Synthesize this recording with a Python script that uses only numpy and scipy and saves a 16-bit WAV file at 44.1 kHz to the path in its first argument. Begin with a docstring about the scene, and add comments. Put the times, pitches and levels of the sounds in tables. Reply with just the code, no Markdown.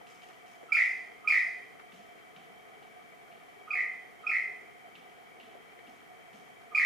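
"""A lyrebird on a forest slope gives sharp calls in pairs, heard from inside a shelter with hard walls.
The bird is a little right of the stereo microphone. Its syrinx sounds a soft low lead-in, then a fast
run of pips that fall in pitch; the walls smear them into one whistle.
Well below the bird lie faint air, a hollow steady hum, small ticks and a few soft footfalls."""
import sys
import numpy as np
from scipy import signal
from scipy.fft import rfft, irfft
from scipy.io import wavfile

SR = 44100
rng = np.random.default_rng(int(sys.argv[2]) if len(sys.argv) > 2 else 0)


def wav_out(sig):
    """Save sig, one row per channel (or a flat mono array), as 16-bit PCM at SR to the path in sys.argv[1]."""
    wavfile.write(sys.argv[1], SR, np.round(np.clip(np.atleast_2d(sig).T, -1, 1) * 32767).astype(np.int16))


N = 302085
TIME = np.arange(N) / SR
BIN_HZ = np.fft.rfftfreq(N, 1 / SR)

# The broad background of the place. 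Each row: frequency in Hz, level in dB per Hz.
AIR_SPECTRUM = [(20, -104), (50, -99), (75, -99), (140, -88.5), (260, -86), (600, -94.5), (1000, -92),
                (2200, -92), (2850, -105), (4000, -108.5), (7000, -110), (10000, -111), (15000, -115.5)]
# How alike the air is on the two channels. Each row: frequency in Hz, correlation.
AIR_LIKENESS = [(60, -0.54), (290, -0.61), (700, -0.055), (1400, -0.4), (3000, 0.17), (6500, 0.39),
                (15000, 0.16)]
# Hollow resonances of the hum. Each row: centre in Hz, width in Hz, level in dB per Hz,
# left minus right in dB, correlation of the channels before the left is delayed.
HUM_RESONANCES = [(436, 98.5, -84, 5, .1), (715.3, 65, -76, -3, 0.95), (1242, 154, -89.5, 4, 0.14),
                  (1510, 70, -101, -3, .3), (1970, 160, -88.5, 5.5, 0.44), (2274, 84, -83.5, 4.5, 0.35),
                  (2730, 1100, -105.5, 4, .2), (3150, 150, -91.5, -2.5, .2)]
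# Small ticks. Each row: start in seconds, level in dB, pitch in Hz.
TICK_EVENTS = [(0.011, -45, 670), (0.232, -51, 2050), (0.291, -50, 600), (0.63, -43, 500),
               (1.795, -43.5, 1230), (2.818, -51, 720), (5.55, -46, 520), (5.717, -53, 1860),
               (5.789, -50, 1830)]
# Footfalls. Each row: start in seconds, thud in dB, thud pitch in Hz, crunch in dB, swish in dB.
FOOTSTEPS = [(0.067, -78, 200, -66, -64), (0.22, -90, 200, -65.5, -69), (0.46, -76, 205, -72, -67),
             (1.921, -58.5, 197, -61.5, -67), (2.363, -57, 194, -66, -76), (2.826, -64, 212, -68.5, -85),
             (3.314, -71, 200, -67, -100), (4.952, -61, 208, -62.5, -80), (5.399, -58.5, 249, -61, -87),
             (5.869, -56, 255, -68.5, -70.5), (6.329, -57.5, 203, -68, -67)]
# First reflections: the earliest off the ground, the rest off the walls. Each row: delay in seconds, left gain,
# right gain.
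FIRST_REFLECTIONS = [(.0056, 0.42, 0.98), (0.0105, 0.29, 0.39), (0.0177, 0.29, 0.28), (.0215, 0.66, .2),
                     (.031, 0.82, 0.32)]
# Rings of the shelter. Each row: centre in Hz, width in Hz, level within the tail in dB, t60 in seconds.
SHELTER_RINGS = [(2105, 40, -10.5, 1), (6150, 170, -1, 0.99)]
# Overtones of the syrinx. Each row: multiple of the pitch, relative level in dB.
SYRINX_OVERTONES = [(2, -33), (3, -36.5), (4, -37), (5, -49), (6, -34)]
# Colour that throat and beak give to overtones and rasp. Each row: frequency in Hz, gain in dB.
THROAT_COLOUR = [(800, -9.5), (1600, 2.5), (2300, 13), (3000, 5), (4000, -4.5), (4950, -3.5), (5700, -5),
                 (6300, -7), (7200, -12.5), (8000, -13.5), (9500, -13.5), (15000, -29.5)]
# The bird's calls. Each row: start in seconds, strength in dB, first pitch in Hz, lead-in pitch in Hz.
LYREBIRD_CALLS = [(0.719, -16, 2380, 1330), (1.273, -16, 2387, 1252), (3.704, -24.5, 2461, 1231),
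                  (4.265, -22.5, 2446, 1287), (6.747, -17, 2380, 1238)]


def undb(db):
    """Decibels to gain."""
    return 10 ** (np.asarray(db) / 20)


def unit(x):
    """Scale to rms 1."""
    return x / np.sqrt(np.mean(x ** 2))


def over_hz(points):
    """Join (Hz, value) points on a log axis, for every bin of the spectrum."""
    hz, value = np.transpose(points)
    return np.interp(np.log(BIN_HZ + 1), np.log(hz), value)


def resonance(hz, width_hz):
    """Gain of a steep-sided resonance at every bin."""
    f = BIN_HZ + 1
    return 1 / (1 + ((f * f - hz * hz) / (2 * f * width_hz)) ** 2 * 2)


def noise(gain):
    """Noise with the given gain per bin."""
    return irfft(rfft(rng.standard_normal(N)) * gain, N)


def stereo_noise(gain, likeness):
    """Two channels of noise with the given correlation."""
    mid = noise(gain * np.sqrt((1 + likeness) / 2))
    side = noise(gain * np.sqrt((1 - likeness) / 2))
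    return np.array([mid + side, mid - side])


def wander(rate_hz):
    """A smooth random curve of rms 1 that moves about rate_hz times a second."""
    return unit(noise(1 / (1 + (BIN_HZ / rate_hz) ** 4)))


def burst(start, rise, t60):
    """An envelope that rises, then loses 60 dB in t60; all times in seconds."""
    age = np.maximum(TIME - start, 0)
    return (1 - np.exp(-age / rise)) * np.exp(-np.minimum(age / t60, 2) * np.log(1000))


def air_and_hum(flicker_db=1.5, flicker_hz=17.4, left_lag_s=0.00035):
    """Smooth air around the microphone, and hollow resonances that each waver and reach the left late."""
    bed = stereo_noise(undb(over_hz(AIR_SPECTRUM)), over_hz(AIR_LIKENESS))
    lag = np.exp(-2j * np.pi * BIN_HZ * left_lag_s)
    for hz, width_hz, db, pan_db, likeness in HUM_RESONANCES:
        left, right = stereo_noise(undb(db) * resonance(hz, width_hz), likeness)
        hum = undb([[pan_db / 2], [-pan_db / 2]]) * [irfft(rfft(left) * lag, N), right]
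        bed += hum * undb(flicker_db * wander(flicker_hz))
    return bed * np.sqrt(SR / 2)


def ticks(patter_db=-63, spread_db=10, patter_count=45):
    """Small dull ticks, wide across the channels, with a faint random patter between them."""
    taps = sum(undb(db) * burst(start, .001, t60=.054) * unit(stereo_noise(resonance(hz, hz / 2), 0))
               for start, db, hz in TICK_EVENTS)
    patter = sum(undb(patter_db + spread_db * size) * burst(when * N / SR, .0005, t60=.055)
                 for when, size in rng.random((patter_count, 2)))
    return taps + patter * unit(stereo_noise(resonance(hz=1100, width_hz=1100), 0))


def footfalls(grain_db=2.5, snap_db=9):
    """Each step is a dull thud, a snap that breaks into a grainy crunch, and a softer-edged swish."""
    thud, crunch_level, swish_level = np.zeros((3, N))
    for start, thud_db, thud_hz, crunch_db, swish_db in FOOTSTEPS:
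        body = unit(noise(resonance(thud_hz, width_hz=60)))
        thud += undb(thud_db) * burst(start, .0081, t60=.46) * body
        snap = undb(snap_db) * burst(start, .00033, t60=.034)
        crunch_level += undb(crunch_db) * (snap + burst(start, .0036, t60=.94))
        swish_level += undb(swish_db) * burst(start, .011, t60=.88)
    crunch = crunch_level * unit(stereo_noise(resonance(hz=2900, width_hz=810), .75))
    swish = swish_level * unit(stereo_noise(resonance(hz=5800, width_hz=3000), .35))
    return thud + (crunch + swish) * undb(grain_db * wander(200))


def shelter(source, crossover_hz=3500, build_s=.0053, likeness=.7):
    """The microphone takes the direct sound, hard reflections off the ground and walls, then a diffuse, ringing
    tail."""
    low_band = 1 / (1 + (BIN_HZ / crossover_hz) ** 4)
    low_fade = burst(.016, build_s, t60=.55)
    tail = stereo_noise(low_band, likeness) * low_fade
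    tail += stereo_noise(1 - low_band, likeness=.75) * burst(.0032, .024, t60=.72)
    for hz, width_hz, db, t60 in SHELTER_RINGS:
        tail += stereo_noise(undb(db) * resonance(hz, width_hz), likeness) * burst(.0049, build_s, t60)
    response = undb([[2.5], [3.5]]) * tail / np.linalg.norm(low_fade)
    response[:, 0] += undb([-5, 1])  # direct sound, a little from the right
    for delay, left, right in FIRST_REFLECTIONS:
        response[:, int(delay * SR)] += [left, right]
    return signal.fftconvolve(source[None], response[:, :SR], axes=1)[:, :N]


def lead_in(age, hz, waver, ahead_s=.036, rise_s=.012, hold_s=.013, release_s=.054, jitter=.0352):
    """A soft, wavering low note that sags just before the pips and dies away under them."""
    phase = 2 * np.pi * np.cumsum(hz * (1 + jitter * waver)) / SR
    corners_s = [-ahead_s, rise_s - ahead_s, 0, hold_s, hold_s + release_s]
    swell = np.interp(age, corners_s, [0, 1, undb(-9), 1, 0])
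    return swell * (np.sin(phase) + undb(-18) * np.sin(2 * phase))


def pip(age, hz, half_s, bend):
    """One bell-shaped squeak that bends upward; all start alike, so evenly spaced ones fuse into a tone."""
    x = age / half_s
    bent_age = age + bend * half_s * (np.hypot(x, 1) - 1)
    return np.exp(-x ** 2) * np.sin(2 * np.pi * hz * bent_age)


def pip_edge(age, hz, waver, overtone_db, rasp_db=-32, lag_s=.009, half_s=.014, jitter=.055):
    """Rough overtones and a rasp that trail a pip."""
    phase = 2 * np.pi * np.cumsum(hz * (1 + jitter * waver)) / SR
    overtones = sum(undb(db + overtone_db) * np.sin(k * phase) for k, db in SYRINX_OVERTONES)
    rasp = undb(rasp_db) * rng.standard_normal(len(age))
    return (overtones + rasp) * np.exp(-((age - lag_s) / half_s) ** 2)


def pip_run(count=7, first_s=.0055, gap_s=.027, quickening=.8, fall_at_s=.044, release_at_s=.11):
    """The course of every call: the pips quicken, fall along an S-curve and die away."""
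    delay = first_s + gap_s * np.arange(count) ** quickening
    fall = (1 + np.tanh((delay - fall_at_s) / .02)) / 2  # share of the fall, 0 to 1
    gain = (1 - np.tanh((delay - release_at_s) / .011)) / 2
    # In mid-run the pips are shortest and bend upward most.
    tightness = np.exp(-((delay - .056) / .035) ** 2)
    half_s = np.interp(tightness, [0, 1], [.0039, .0015])
    bend = np.interp(tightness, [0, 1], [.022, .14])  # share of the pitch
    return zip(delay, fall, gain, half_s, bend)


def lyrebird(usual_db=-18, usual_first_hz=2414, usual_final_hz=2008.4, pitch_scatter=.011):
    """The syrinx hums a low lead-in, then snaps up about an octave into a falling run of pips."""
    tone, edge = np.zeros((2, N))
    waver = wander(197.5)
    for start, first_db, first_hz, lead_hz in LYREBIRD_CALLS:
        span = abs(TIME - start) < .2
        age = TIME[span] - start
        onset = (1 + np.tanh(age / .0006 - 2)) / 2
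        # The ending and the lead-in partly follow the call's own strength; strong calls are brighter.
        effort_db = first_db - usual_db
        final_db = -18.5 + .5 * effort_db
        final_hz = usual_final_hz * (first_hz / usual_first_hz) ** .35
        brightness = undb(.58 * effort_db)
        tone[span] += undb(-44 + .17 * effort_db) * lead_in(age, lead_hz, waver[span])
        for delay, fall, gain, half_s, bend in pip_run():
            hz = (first_hz + (final_hz - first_hz) * fall) * (1 + pitch_scatter * rng.standard_normal())
            level = onset * gain * undb(first_db + (final_db - first_db) * fall)
            overtone_db = np.interp(fall, [0, 1], [4.5, -7])  # ringing overtones give way to rasp
            tone[span] += level * pip(age - delay, hz, half_s, bend)
            edge[span] += level * brightness * pip_edge(age - delay, hz, waver[span], overtone_db)
    return tone + irfft(rfft(edge) * undb(over_hz(THROAT_COLOUR)), N)


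def scene():
    """The bird as it arrives inside the shelter, over the quiet surroundings."""
    return shelter(lyrebird()) + air_and_hum() + footfalls() + ticks()


def record(dry, notch_hz=7880, top_hz=15450):
    """The microphone has one narrow notch in the treble; the recorder cuts the top."""
    notched = signal.lfilter(*signal.iirnotch(notch_hz, Q=45, fs=SR), dry)
    return signal.sosfilt(signal.ellip(10, .2, 70, top_hz, fs=SR, output="sos"), notched)


dry = scene()
out = record(dry)
wav_out(out)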